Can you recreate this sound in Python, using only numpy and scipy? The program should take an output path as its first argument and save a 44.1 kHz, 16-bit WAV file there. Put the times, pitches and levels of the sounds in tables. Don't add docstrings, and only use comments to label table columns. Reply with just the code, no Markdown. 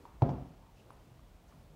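import sys
import numpy as np
from scipy import signal
from scipy.fft import rfft, irfft
from scipy.io import wavfile

SR = 44100
rng = np.random.default_rng(int(sys.argv[2]) if len(sys.argv) > 2 else 0)


def inscribe(sig):
    pcm = np.round(np.clip(np.atleast_2d(sig).T, -1, 1) * 32767)
    wavfile.write(sys.argv[1], SR, pcm.astype(np.int16))


N = 77175

# frequency_hz, relative_db
CONTACT_SPECTRUM = [(300, -9.5), (1000, 2.5), (2100, 0), (3000, -4), (5500, -11.5), (8000, -25.5),
                    (14000, -50)]


def footstep():
    # start_s, level_db, bass_gain_db, crack_db, echo_gain_db
    impacts = [(0.2204, 1.5, -0.5, -44.5, -30.5), (0.2912, -11, -9, -51, -30.5)]
    # pitch_hz, gain_db, t60_s, build_s
    board_modes = [(120.4, -4.5, 0.071, 0.012), (183.4, -27.5, 0.049, 0.0032), (331, -17.5, 0.031, 0.0021),
                   (451, -37, 0.081, 0.0012), (670.6, -26.5, 0.058, .002), (804, -18.5, 0.03, 0.0019),
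                   (862, -21.5, 0.033, 0.002), (926, -32, 0.04, 0.0012), (1200, -36.5, 0.025, 0.00033),
                   (2210, -47.5, 0.019, .001)]
    # pitch_hz, gain_db, t60_s, build_s
    room_modes = [(67.1, -38.5, 0.67, 0.02), (90.7, -48, 0.8, .03), (129.5, -28.5, 0.4, 0.032),
                  (140.2, -13.5, 0.29, 0.11), (252.9, -29.5, 0.45, 0.067), (287.3, -40.5, 0.69, 0.012),
                  (366, -40, 0.5, 0.084), (434, -48, 0.59, .02), (464, -44, 0.29, 0.025),
                  (537, -39.5, 0.35, .02), (684, -36.5, 0.53, 0.027), (725.6, -46, 0.6, 0.026),
                  (983, -52.5, 0.41, .015), (1241, -61, 0.52, 0.018)]
    # frequency_hz, relative_db
    echo_spectrum = [(28, -29), (45, 2), (75, -2), (130, 5.5), (230, 1.5), (400, -3), (570, -7.5),
                     (740, -5.5), (980, -14), (1150, -21), (1400, -27), (1900, -36.5), (3000, -42.5),
                     (5500, -52), (9000, -71.5), (15000, -64)]
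    out = 0
    for start, level_db, bass_gain_db, crack_db, echo_gain_db in impacts:
        t = since(start)
        for hz, gain_db, t60, build in board_modes + room_modes:
            shelf_db = bass_gain_db / (1 + (hz / 400) ** 2)
            out += undb(level_db + shelf_db + gain_db) * ring(t, hz, t60, build)
        out += undb(level_db + echo_gain_db) * echo(start, echo_spectrum)
        crack = noise(along(CONTACT_SPECTRUM, bins())) * fade(t, t60_s=0.037, build_s=0.00021)
        out += undb(crack_db) * crack
    return out


def echo(start, spectrum):
    # frequency_hz, t60_s
    decay_times = [(80, 0.53), (300, 0.48), (900, 0.52), (2500, 1), (8000, 1)]
    t = since(start + 0.0055)
    reflections = rfft(noise(along(spectrum, bins())))
    bin_octave = np.log2(np.clip(bins(), 2 ** 5, 2 ** 14))
    out = 0
    for octave in range(5, 15):
        triangle = np.maximum(1 - abs(bin_octave - octave), 0)
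        band = irfft(reflections * triangle, N)
        out += band * fade(t, along(decay_times, 2. ** octave), build_s=0.0027)
    return out


def ticks():
    # start_s, pitch_hz, level_db, t60_s, linger_gain_db, echo_gain_db
    strikes = [(0.0532, 957, -31.5, 0.011, -8, -27.5), (.637, 900, -56, .02, -14, -25),
               (0.9051, 1043, -28.5, 0.0064, -31, -34), (1.193, 1120, -47.5, .012, -41, -33),
               (1.524, 1180, -45.5, 0.0095, -22, -29)]
    # frequency_hz, relative_db
    echo_spectrum = [(300, -26), (700, -2), (980, 7), (1400, -8.5), (2200, -18), (4000, -33), (9000, -48)]
    build_s, snap_gain_db = 0.0011, -18.5
    out = 0
    for start, hz, level_db, t60, linger_gain_db, echo_gain_db in strikes:
        t = since(start)
        snap = undb(snap_gain_db) * noise(along(CONTACT_SPECTRUM, bins())) * fade(t, t60, build_s)
        reflections = undb(echo_gain_db) * echo(start, echo_spectrum)
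        linger = undb(linger_gain_db) * ring(t, hz, t60_s=0.086, build_s=0.034)
        out += undb(level_db) * (ring(t, hz, t60, build_s) + snap + reflections + linger)
    return out


def bumps():
    # centre_s, level_db, sigma_s, pitch_hz
    thuds = [(0.178, -49, 0.024, 55), (0.422, -42, 0.012, 62), (.512, -45.5, 0.0084, 147),
             (1.122, -55, 0.016, 120), (1.188, -50.5, 0.0073, 69), (1.572, -57, 0.017, 153),
             (1.735, -54, 0.03, 155)]
    return sum(undb(db) * swell(centre, sigma) * np.cos(2 * np.pi * hz * (since(0) - centre))
               for centre, db, sigma, hz in thuds)


def echo_tail_and_rustles():
    # centre_s, sigma_s, centre_hz, half_width_octaves, level_db
    noise_swells = [(-0.01, 0.096, 345, 0.65, -61), (0.216, 0.0038, 750, 0.31, -52),
                    (0.306, 0.0087, 5600, 0.27, -70.5), (0.656, 0.036, 938, 0.2, -67),
                    (0.793, 0.017, 2750, 0.14, -71), (0.796, 0.034, 5500, 0.5, -77.5),
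                    (.9, 0.11, 420, 0.64, -67), (1.095, 0.074, 109, 0.59, -64),
                    (1.492, 0.01, 5950, 0.23, -77), (1.518, 0.037, 550, 0.9, -66.5),
                    (1.594, 0.071, 140, 0.56, -61.5), (1.704, 0.081, 450, 0.44, -68.5)]
    return sum(undb(db) * swell(centre, sigma) * noise(hump(hz, octaves))
               for centre, sigma, hz, octaves, db in noise_swells)


def squeaks():
    # centre_s, sigma_s, pitch_hz, level_db
    bursts = [(.909, .003, 9720, -70), (.931, .0035, 9700, -73)]
    return sum(undb(db) * swell(centre, sigma) * np.sin(2 * np.pi * hz * since(0))
               for centre, sigma, hz, db in bursts)


def background():
    # frequency_hz, relative_db
    ambient_spectrum = [(25, -20.5), (37, 5.5), (70, -1), (140, -4.5), (250, -11), (420, -17), (700, -15),
                        (1100, -22), (1700, -28), (3000, -29.5), (5000, -34.5), (8000, -37.5),
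                        (10500, -40.5), (15000, -40)]
    level_db, drift_db = -59, 0.6
    knots = rng.standard_normal(12)
    drift = np.interp(np.arange(N), np.linspace(0, N, len(knots)), knots)
    return undb(level_db + drift_db * drift) * noise(along(ambient_spectrum, bins()))


def ring(t, hz, t60_s, build_s):
    return np.sin(2 * np.pi * hz * t) * fade(t, t60_s, build_s)


def fade(t, t60_s, build_s):
    return (1 - np.exp(-t / build_s)) * np.exp(-np.log(1000) * t / t60_s)


def swell(centre_s, sigma_s):
    return np.exp(-.5 * ((since(0) - centre_s) / sigma_s) ** 2)


def noise(spectrum_db):
    phase = 2 * np.pi * rng.random(N // 2 + 1)
    x = irfft(undb(spectrum_db) * np.exp(1j * phase), N)
    return x / x.std()


def hump(hz, octaves):
    return -20 * np.log10(1 + (np.log2((bins() + 1) / hz) / octaves) ** 2)


def along(points, hz):
    frequencies, values = np.array(points, float).T
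    return np.interp(np.log(hz + 1e-9), np.log(frequencies), values)


def bins():
    return np.arange(N // 2 + 1) * SR / N


def since(start):
    return np.maximum(np.arange(N) / SR - start, 0)


def undb(db):
    return 10 ** (np.asarray(db) / 20)


def scene():
    return (footstep() + ticks() + bumps() + echo_tail_and_rustles() + squeaks() + background())[None]


def record(dry):
    bottom_hz, top_hz = 30, 15700
    highpass = signal.butter(4, bottom_hz, "high", fs=SR, output="sos")
    lowpass = signal.ellip(10, .1, 70, top_hz, fs=SR, output="sos")
    return signal.sosfilt(lowpass, signal.sosfilt(highpass, dry))


dry = scene()
out = record(dry)
inscribe(out)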